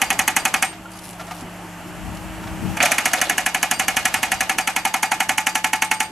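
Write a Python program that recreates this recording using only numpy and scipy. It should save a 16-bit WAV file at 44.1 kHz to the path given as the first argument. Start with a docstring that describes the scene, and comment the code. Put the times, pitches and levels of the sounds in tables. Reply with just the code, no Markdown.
"""Hydraulic breaker on asphalt

A breaker on an excavator arm pounds a chisel into the road, stops, lifts, moves and starts again.
Each blow rings the housing and the chisel in nearly the same way, drifting as the chisel sinks. Between
bursts the diesel hums, grit trickles, the arm's pins knock and wind buffets the microphone ports."""
import sys
import numpy as np
from scipy import signal
from scipy.fft import rfft, irfft, next_fast_len
from scipy.io import wavfile
from scipy.ndimage import uniform_filter1d, map_coordinates

SR = 44100
rng = np.random.default_rng(int(sys.argv[2]) if len(sys.argv) > 2 else 0)


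def wav_record(signal):
    """Record a signal, one row per channel, as 16-bit PCM in the file named by sys.argv[1]."""
    frames = np.transpose(np.atleast_2d(signal))
    bounded = np.clip(frames, -1, 1)
    # unit amplitude maps onto the largest positive 16-bit level
    quanta = np.round(bounded * 32767).astype(np.int16)
    wavfile.write(sys.argv[1], SR, quanta)


N = 269451


def amp(db):
    return 10 ** (np.asarray(db) / 20)


def unit(x):
    return x / np.sqrt(np.mean(x ** 2) + 1e-20)


def along(points, hz):
    """Reads (frequency, value) points on a log axis."""
    freqs, values = np.transpose(points)
    return np.interp(np.log(hz + 1), np.log(freqs + 1), values)


def curves(rows):
    """One automation curve for each column after the time."""
    times, *columns = np.transpose(rows)
    return [np.interp(np.arange(N) / SR, times, column) for column in columns]


def wobble(rate):
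    """A smooth random curve, rate knots a second."""
    return map_coordinates(rng.standard_normal(int(N * rate / SR) + 4), [np.arange(N) * rate / SR])


def filtered(x, response):
    """Zero-phase EQ; response gives the gain at each frequency."""
    size = next_fast_len(x.shape[-1] + 2048)
    return irfft(rfft(x, size) * response(np.fft.rfftfreq(size, 1 / SR)), size)[..., :x.shape[-1]]


def coloured(x, spectrum):
    return unit(filtered(x, lambda hz: amp(along(spectrum, hz))))


def drifting(size, keep):
    """Random rows, each keeping a share of the one before."""
    rows = rng.standard_normal(size)
    rows[1:] *= np.sqrt(1 - keep ** 2)
    return signal.lfilter([1], [1, -keep], rows, axis=0)


def fade(t, rise, t60):
    """Attack from t = 0, decaying 60 dB in t60 seconds."""
    t = np.maximum(t, 0)
    return (1 - np.exp(-t / rise)) * amp(-60 * t / t60)


def placed(times, sounds):
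    """Lays each row of sounds on the timeline."""
    at = np.round(times * SR).astype(int)[:, None] + np.arange(sounds.shape[1])
    return np.bincount(at.ravel(), sounds.ravel(), N + sounds.shape[1])[:N]


# Stereo image of the noise beds: (frequency [Hz], left-right correlation [0-1])
BED_LIKENESS = [(60, 0.69), (150, 1), (380, 0.95), (950, 1), (2380, 0.77), (5980, 0.69), (15000, 0.3)]


def rush(spectrum, patchy_db):
    """Stereo noise bed of rms 1, mottled in time and frequency."""
    bins = signal.stft(rng.standard_normal((2, N)), nperseg=512)[2]
    patches = uniform_filter1d(uniform_filter1d(rng.standard_normal(bins.shape[1:]), 6, 0), 12, 1)
    pair = signal.istft(bins * amp(patchy_db * unit(patches)), nperseg=512)[1][:, :N]
    width = lambda hz: np.arccos(along(BED_LIKENESS, hz)) / 2
    eq = lambda hz: amp(along(spectrum, hz)) * [np.cos(width(hz)), np.sin(width(hz))]
    mid, side = filtered(pair, eq)
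    return unit(np.array([mid + side, mid - side]))


# Diesel faders: (time [s], hum [dB], clatter [dB])
ENGINE_LEVELS = [(0, -47.5, -33.5), (.3, -46, -36.5), (.6, -47, -36), (.75, -47, -43), (.95, -43.5, -41.5),
                 (1.3, -41.5, -39.5), (1.87, -41.5, -38.5), (2.55, -37.5, -36.5), (2.68, -34, -35.5),
                 (2.81, -41, -34), (3, -49, -32.5), (3.5, -47, -39), (4.4, -47.5, -38), (6.11, -47.5, -44)]
# Hydraulic pump tone: (time [s], pitch [Hz], level [dB])
PUMP_TONE = [(0, 316.2, -54), (0.75, 318.7, -52.5), (0.91, 323.7, -47.5), (1.21, 307, -54),
             (1.43, 306.8, -44), (1.5, 313.4, -55), (1.74, 309, -49), (1.91, 307.9, -48.5),
             (2.31, 319.2, -42.5), (2.74, 319.4, -39), (2.82, 316, -47), (3.6, 316, -52), (4.5, 317, -57),
             (6.11, 319.3, -55)]
# Partials of fan, pump and firing, a list each: (ratio to pump pitch, gain [dB])
SHAFT_ORDERS = [
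    [(.566, 0)],
    [(1, 1.5), (2, -9), (2.5, -10), (3, -10)],
    [(1 / 3, 0), (1 / 6, -5), (2 / 3, -5)],
]
# EQs of diesel rumble, diesel clatter and hydraulic hiss: (frequency [Hz], gain [dB])
RUMBLE_EQ = [(60, -13), (110, -3.5), (200, -2.5), (330, 1.5), (460, -7.5), (600, -56)]
CLATTER_EQ = [(280, -56), (480, -8), (601, -2.5), (907, 0.5), (978, -5), (1260, -4.5), (2110, -9.5),
              (2870, -9), (3730, -20.5), (4500, -20.5), (5850, -58), (9900, -120)]
HISS_EQ = [(2500, -11), (3500, -26.5), (4500, 3.5), (7600, 8), (9500, 3.5), (12500, 6.5), (13400, -8),
           (14200, -28), (15000, -60)]


def engine():
    """Tones tied to one shaft speed, over the diesel's rumble and clatter and the hydraulics' hiss."""
    hum_db, clatter_db = curves(ENGINE_LEVELS)
    pump_hz, pump_db = curves(PUMP_TONE)
    firing_db = hum_db - 6.5
    cycles = np.cumsum(pump_hz) / SR
    tones = 0
    for db, orders in zip((hum_db, pump_db, firing_db), SHAFT_ORDERS):
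        for ratio, gain_db in orders:
            peak = np.sqrt(2) * amp(db + gain_db + 0.58 * wobble(12))
            tones += peak * np.sin(2 * np.pi * (ratio * cycles + .08 * wobble(6)))
    rumble = amp(clatter_db - 6.5 + 0.16 * (hum_db - hum_db.mean())) * rush(RUMBLE_EQ, patchy_db=4)
    clatter = amp(clatter_db + .3 * wobble(12)) * rush(CLATTER_EQ, patchy_db=.7)
    hiss = amp(clatter_db - 9.5 + .6 * wobble(25)) * rush(HISS_EQ, patchy_db=.8)
    return tones + rumble + clatter + hiss


# Wind fader: (time [s], level [dB])
WIND_LEVEL = [(0, -45.5), (.63, -46), (.75, -55), (1.29, -55), (1.72, -51), (1.89, -40.5), (2.01, -41),
              (2.06, -35), (2.13, -38), (2.25, -37), (2.38, -38.5), (2.57, -35), (2.65, -29.5), (2.72, -30),
              (2.78, -43), (3.06, -56), (3.8, -45.5), (4.1, -45.5), (4.45, -45), (4.55, -53), (5.7, -63),
              (5.9, -49), (6.11, -57)]
# Low-end EQ of the buffeting: (frequency [Hz], gain [dB])
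WIND_EQ = [(15, -50), (28, -41), (55, -7.5), (100, -14.5), (200, -14.5), (350, -27.5), (700, -53)]
PAN = np.array([[.5], [-.5]])  # splits a left-over-right gain in dB between the channels


def wind():
    """Gusts buffet the two ports mostly independently, leaning left as they grow."""
    buffet_db = curves(WIND_LEVEL)[0] + 1.2 * wobble(7.9)
    pan_db = .45 * (buffet_db + 54)  # centred at -54 dB
    shared, left, right = coloured(rng.standard_normal((3, N)), WIND_EQ)
    lumps = amp(2.2 * np.array([wobble(14), wobble(14)]))
    return amp(buffet_db + pan_db * PAN) * unit(lumps * [0.6 * shared + left, 0.6 * shared + right])


# Piston hits: (time [s], strength [dB], chisel ring [dB], collar ring [dB])
PISTON_BLOWS = [(0.0166, -9, -23, -37), (0.1034, -9, -26, -36), (0.1911, -9, -29, -38),
                (0.2777, -9, -43, -36), (0.3646, -9, -29, -28), (0.4525, -9, -33, -36),
                (0.54, -9, -28, -36), (0.6248, -9, -32, -21.5), (2.8569, -10, -37, -27),
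                (2.9173, -9, -38, -34), (2.9824, -9.5, -46, -38), (3.056, -9, -44, -38),
                (3.134, -9, -38, -36), (3.2147, -9, -32, -30), (3.2965, -9.5, -42, -36),
                (3.38, -10, -40, -38), (3.462, -9.5, -35, -40), (3.546, -10.5, -28, -36),
                (3.6288, -9, -36, -36), (3.712, -9.5, -20, -21), (3.7958, -9, -25, -38),
                (3.8814, -9, -34, -32), (3.967, -8.5, -40, -40), (4.0535, -8.5, -31, -36),
                (4.1409, -9, -26, -27), (4.2298, -9, -32, -40), (4.3172, -9.5, -27, -36),
                (4.4063, -10, -36, -36), (4.495, -9.5, -36, -36), (4.584, -10, -25, -30),
                (4.6737, -10, -36, -30), (4.7625, -10, -28, -34), (4.8508, -9.5, -26, -40),
                (4.94, -10, -31, -33), (5.029, -10, -25, -34), (5.1164, -10, -36, -36),
                (5.2031, -10, -43, -34), (5.2921, -9.5, -38, -33), (5.3797, -10.5, -32, -40),
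                (5.4673, -10, -21, -38), (5.5535, -10.5, -31, -40), (5.6429, -9.5, -37, -36),
                (5.7317, -10, -27, -32), (5.8212, -9.5, -36, -26), (5.913, -9.5, -29, -24),
                (6.0029, -10.5, -29, -24)]
# How firmly the chisel sits: (time [s], seating [0-1], housing ring [dB])
CHISEL_SEATING = [(0, 0.48, -7), (.25, 0.73, -9.5), (.65, 0.51, -8.5), (2.85, 0.83, -18),
                  (3.06, 0.11, -9.5), (3.35, 0, -11), (3.7, 0.24, -9), (4.1, 0.53, -14), (4.33, 0.53, -8),
                  (5.05, 0.88, -6), (6.1, 0.98, -14.5)]
# The chisel touches down and skids: (time [s], strength [dB], chisel ring [dB], collar ring [dB],
# housing pitch [Hz], housing ring [dB], ground plate [dB], snap [dB], recoil [dB], valve [dB])
TOUCHDOWN = [(2.7701, -19, -29, -36, 688, -10, -10.5, -8, -31, -18),
             (2.803, -7, -32, -36, 675, -11, -36, -21, -13, -36),
             (2.828, -12.5, -32, -36, 700, -9, -37, -1, -6, -31)]
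# Each pair runs from loose chisel to seated chisel.
HOUSING_HZ, PLATE_DB, SNAP_DB, RECOIL_DB = (745, 782), (-37.5, -11), (-4, -6.5), (-20, -17.5)


def contacts():
    """Cue list of all hits, laid out like TOUCHDOWN; seating and chance set a blow's pitch and mix."""
    times, *levels = np.transpose(PISTON_BLOWS)
    seat, housing = (curve[np.round(times * SR).astype(int)] for curve in curves(CHISEL_SEATING))
    ranges = HOUSING_HZ, PLATE_DB, SNAP_DB, RECOIL_DB
    hz, plate, snap, recoil = (loose + seat * (firm - loose) for loose, firm in ranges)
    valve = np.full(len(times), -19.5)
    timbre = np.transpose([hz, housing, plate, snap, recoil, valve])
    timbre += rng.standard_normal(timbre.shape) * [6, 1.1, 1.1, 1.1, 1.1, 2.5]  # Hz, then dB
    rows = np.vstack([np.column_stack([times, *levels, timbre]), TOUCHDOWN])
    return rows[np.argsort(rows[:, 0])]


def dense(spectrum, shape, keep):
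    """Modes too many to tell apart: one row of noise per hit, each resembling the last."""
    return coloured(drifting(shape, keep), spectrum)


def ring(modes, t, count, rise, slip_rad):
    """Modes of one object for count hits; level and phase drift from hit to hit."""
    out = 0
    for hz, db, t60 in modes:
        level, phase = drifting((count, 2), keep=0.6).T[:, :, None]
        out += amp(db + 1.5 * level) * fade(t, rise, t60) * np.sin(2 * np.pi * hz * t + slip_rad * phase)
    return out


# EQs of valve tick, crack, steel-on-steel snap, clang and recoil rattle: (frequency [Hz], gain [dB])
TICK_EQ = [(4000, -32), (6000, 13), (8500, 5), (11500, 2.5), (14000, -28), (16000, -40)]
CRACK_EQ = [(530, -19), (900, -1.5), (1200, -10), (1610, 0), (2420, -0.5), (2700, -2.5), (3510, -10.5),
            (3780, -23.5), (4500, -10.5), (5850, -67), (9900, -120)]
SNAP_EQ = [(2350, -61), (4000, -18), (5740, -6), (6350, -0.5), (7190, -5.5), (9560, -6.5), (10900, -3),
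           (13700, -16), (15600, -20), (16500, -57)]
CLANG_EQ = [(210, -35), (350, -23), (607, -12.5), (740, -2.5), (870, -3), (1210, -10.5), (1560, -8),
            (1740, -5), (3760, -14.5), (4760, -18), (4990, -16), (13600, -31), (15000, -54)]
RATTLE_EQ = [(3000, -59), (5000, -0.5), (6500, 10), (9000, 2), (12000, -0.5), (13800, -6), (15000, -35)]
# Pan of the direct hit: (frequency [Hz], left over right [dB])
BREAKER_PAN = [(60, 0.5), (200, 0), (700, -0.1), (1290, -0.2), (2380, -2.3), (4400, -1.5), (8120, -0.5),
               (15000, -1)]
VALVE_LEAD_S, REBOUND_S = .0045, .021  # valve ticks before the hit; chisel falls back on its pin after


def breaker():
    """Each blow: the valve ticks, the piston strikes, the road thumps, steel rings and recoils."""
    times, db, chisel_db, collar_db, *timbre = contacts().T[:, :, None]
    housing_hz, housing_db, plate_db, snap_db, recoil_db, valve_db = timbre
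    t = np.arange(SR // 4) / SR - VALVE_LEAD_S
    shape = len(times), len(t)
    tick = amp(valve_db) * dense(TICK_EQ, shape, keep=0.9) * fade(t + VALVE_LEAD_S, 0.00079, 0.15)
    crack = dense(CRACK_EQ, shape, keep=0.86) * fade(t, 0.00095, 0.063) * burst(t, 0.017)
    chatter = unit(amp(2.25 * unit(uniform_filter1d(drifting(shape, keep=.99), 40))))  # spiky contact
    snap_envelope = fade(t, 0.00028, 0.063) * burst(t, 0.0086) + amp(-14) * fade(t, 0.0021, 0.11)
    snap = amp(snap_db) * chatter * dense(SNAP_EQ, shape, keep=0.74) * snap_envelope
    clang = amp(-12) * dense(CLANG_EQ, shape, keep=0.47) * fade(t, 0.012, 0.22)
    thump = amp(-19) * burst(t - .007, 0.0062) * np.sin(2 * np.pi * 255 * t)  # one push on the slab
    rattle = amp(recoil_db) * chatter * dense(RATTLE_EQ, shape, keep=0.18)
    rattle *= fade(t - REBOUND_S, 0.0018, 0.09)
    housing = housing_ring(t, housing_hz, housing_db, plate_db)
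    steel = chisel_ring(t, times, chisel_db, collar_db)
    direct = tick + crack + snap + clang + thump + rattle + housing + steel
    echo = street_echo(t, steel, snap_db, recoil_db)
    mid, side = (placed(times[:, 0] - VALVE_LEAD_S, amp(db) * part) for part in (direct, echo))
    return filtered(np.array([mid, mid]), lambda hz: amp(along(BREAKER_PAN, hz) * PAN)) + [side, -side]


def burst(t, hold):
    """Bell-shaped gate: a stress wave runs to and fro, then is spent."""
    return np.exp(-(t / hold) ** 2)


# Modes of the housing plates: (frequency [Hz], level [dB], t60 [s])
HOUSING_MODES = [(1089, -7.5, 0.12), (1207, -9.5, 0.2), (1331, 0.5, 0.095), (1468, -6.5, 0.12),
                 (1708, 3.5, 0.086), (1920, 4.5, 0.086), (2053, 5, 0.048), (2186, 0, 0.14),
                 (2390, -3, 0.14), (2502, 1.5, 0.11), (2840, -14, 0.3), (2966, -17, 0.22),
                 (2954, 9.5, 0.043)]


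def housing_ring(t, hz, housing_db, plate_db):
    """The housing rings at the blow and again as it jumps back on its mounts; the plates ring along."""
    bounce = fade(t, 0.0017, 0.035) + 1.93 * fade(t - .012, 0.0029, 0.057)
    body = amp(housing_db) * bounce * np.sin(2 * np.pi * hz * t)
    plate_envelope = fade(t, 0.0015, 0.3) + 1.5 * fade(t, 0.0015, 0.07)
    ground_plate = amp(plate_db) * plate_envelope * np.sin(2 * np.pi * 869 * t)
    return body + ground_plate + amp(-11) * ring(HOUSING_MODES, t, len(hz), rise=0.0087, slip_rad=0.99)


# Return EQ of the street echo: (frequency [Hz], gain [dB])
ECHO_EQ = [(60, -17), (92, -11), (140, -16), (210, -22), (330, -32), (500, -31), (770, -31), (1170, -28),
           (1790, -14), (2740, -11.5), (4190, -10.5), (6410, -13), (9810, -5.5), (15000, -26)]


def street_echo(t, steel, snap_db, recoil_db):
    """Reflections reach the two ports differently and give each hit its width."""
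    shape = steel.shape
    slap = dense(CRACK_EQ, shape, keep=0.46) + amp(snap_db + 5.5) * dense(SNAP_EQ, shape, keep=0.73)
    slap *= fade(t, 0.0014, 0.038) * burst(t, 0.0085)
    late_wall = 0.36 * fade(t - .03, 0.0099, 0.17)
    tail = amp(-11) * dense(CLANG_EQ, shape, keep=0.33) * (fade(t, 0.0013, 0.47) + late_wall)
    rattle = amp(recoil_db + 1.5) * dense(RATTLE_EQ, shape, keep=.3) * fade(t - REBOUND_S, .003, 0.12)
    return filtered(slap + tail + amp(-5) * steel + rattle, lambda hz: amp(along(ECHO_EQ, hz)))


# Lengthwise chisel modes, and collar modes: (frequency [Hz], level [dB], t60 [s])
CHISEL_MODES = [(4716, -4, .5), (4728, -12, .3), (7550, -11, .4), (13150, -15, .3)]
COLLAR_MODES = [(8624, 0, .25), (9300, -12, .15), (14300, -14, .1)]


def chisel_ring(t, times, chisel_db, collar_db):
    """Chisel and collar ring on the rebound, fluttering in a loose fit till the piston damps them."""
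    steel = sum(amp(db) * ring(modes, t - REBOUND_S, len(times), rise=.004, slip_rad=2.5)
                for db, modes in ((chisel_db, CHISEL_MODES), (collar_db, COLLAR_MODES)))
    flutter = amp(3 * unit(uniform_filter1d(rng.standard_normal(steel.shape), 500)))
    piston_return_s = np.minimum(np.diff(times, axis=0, append=np.inf), .11)
    return steel * flutter * np.clip((piston_return_s - t) / .006, 0, 1)


# Pin knocks: (time [s], level [dB], low ring [Hz], high ring [Hz], high over low [dB], t60 [s])
PIN_KNOCKS = [(.725, -32.5, 710, 1370, -16, 0.22), (.855, -38, 680, 1400, 15, 0.044),
              (1.194, -27.5, 648, 1376, 1, 0.094), (1.21, -25, 730, 1170, -3, 0.056),
              (1.275, -32.5, 680, 1356, -2, 0.14), (1.308, -23, 730, 1220, 0, 0.087),
              (2.432, -30.5, 912, 1370, 0, 0.09), (2.471, -25, 810, 1130, -3, 0.056),
              (2.833, -9.5, 582, 724, 1, 0.061)]


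def arm_pins():
    """Loose pins knock dully as the arm shifts: two rings and a rattle of the housing plates."""
    times, db, low_hz, high_hz, high_db, t60 = np.transpose(PIN_KNOCKS)[:, :, None]
    t = np.arange(SR // 5) / SR
    rattle = coloured(rng.standard_normal((len(times), len(t))), CLANG_EQ)
    rings = np.sin(2 * np.pi * low_hz * t) + amp(high_db) * np.sin(2 * np.pi * high_hz * t)
    return placed(times[:, 0], amp(db) * (rings + 0.71 * rattle) * fade(t, 0.0034, t60))


# Stones dropping: (time [s], level [dB], EQ peak [Hz])
STONE_DROPS = [(0.9163, -34, 9490), (0.9557, -36, 7960), (0.9877, -30, 4100), (1.069, -35, 10700),
               (1.1066, -30, 10200), (1.129, -33, 4560), (1.2, -34, 5810), (1.267, -35, 7460),
               (1.3494, -34, 10700), (1.3844, -34, 4990), (1.4066, -31.5, 6960), (2.1478, -32, 7500),
               (2.1694, -31, 2400)]
# Fader of the sand running off: (time [s], level [dB])
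SAND_LEVEL = [(.86, -77), (.93, -50), (1.05, -43.5), (1.16, -55), (1.33, -46), (1.42, -46), (1.5, -75)]
# Bright EQ of the sand: (frequency [Hz], gain [dB])
SAND_EQ = [(1500, -30), (2500, -3), (4500, 0), (7000, -1.5), (10500, 2.5), (13000, -6), (15000, -40)]


def grit():
    """Stones slide off the chisel in short bright scatters, each its own colour, over running sand."""
    times, db, peak_hz = np.transpose(STONE_DROPS)[:, :, None]
    t = np.arange(SR // 8) / SR
    tint = lambda hz: 0.61 * amp(along(SAND_EQ, hz)) + 1 / (1 + ((hz - peak_hz) / 2600) ** 2)
    shared, left, right = filtered(rng.standard_normal((3, len(times), len(t))), tint)
    envelope = amp(db) * fade(t, 0.0025, t60=0.036)
    stones = [placed(times[:, 0], envelope * noise / noise.std(1, keepdims=True))
              for noise in (shared + left, shared + right)]
    grains = amp(2.5 * wobble(40) + 5 * wobble(500))
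    sand = amp(curves(SAND_LEVEL)[0]) * unit(grains * rush(SAND_EQ, patchy_db=3))
    return stones + sand


# Fader of the asphalt breaking: (time [s], level [dB])
CRUNCH_LEVEL = [(2.79, -70), (2.82, -21), (2.9, -24.5), (3.0, -38), (3.2, -28.5), (3.5, -43.5),
                (4.1, -33.5), (4.6, -46), (5, -67)]
# EQ of the rubble: (frequency [Hz], gain [dB])
RUBBLE_EQ = [(240, -23), (400, -15), (734, 6.5), (1010, -24), (1170, -5.5), (3660, -8.5), (8060, -17.5),
             (11400, -19.5), (15000, -36)]


def asphalt():
    """Dense, clumped crunch as the chisel enters fresh surface."""
    clumps = amp(2.5 * wobble(60) + 3 * wobble(300))
    return amp(curves(CRUNCH_LEVEL)[0]) * unit(clumps * rush(RUBBLE_EQ, patchy_db=2.5))


def scene():
    return engine() + wind() + breaker() + arm_pins() + grit() + asphalt()


def record(dry):
    """The input stage soft-clips the highest peaks; a steep low-pass takes off the very top."""
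    soft = dry / (1 + np.abs(dry / 0.82) ** 5) ** (1 / 5)
    return filtered(soft, lambda hz: (hz < 16900) / (1 + (hz / 15000) ** 24))


dry = scene()
out = record(dry)
wav_record(out)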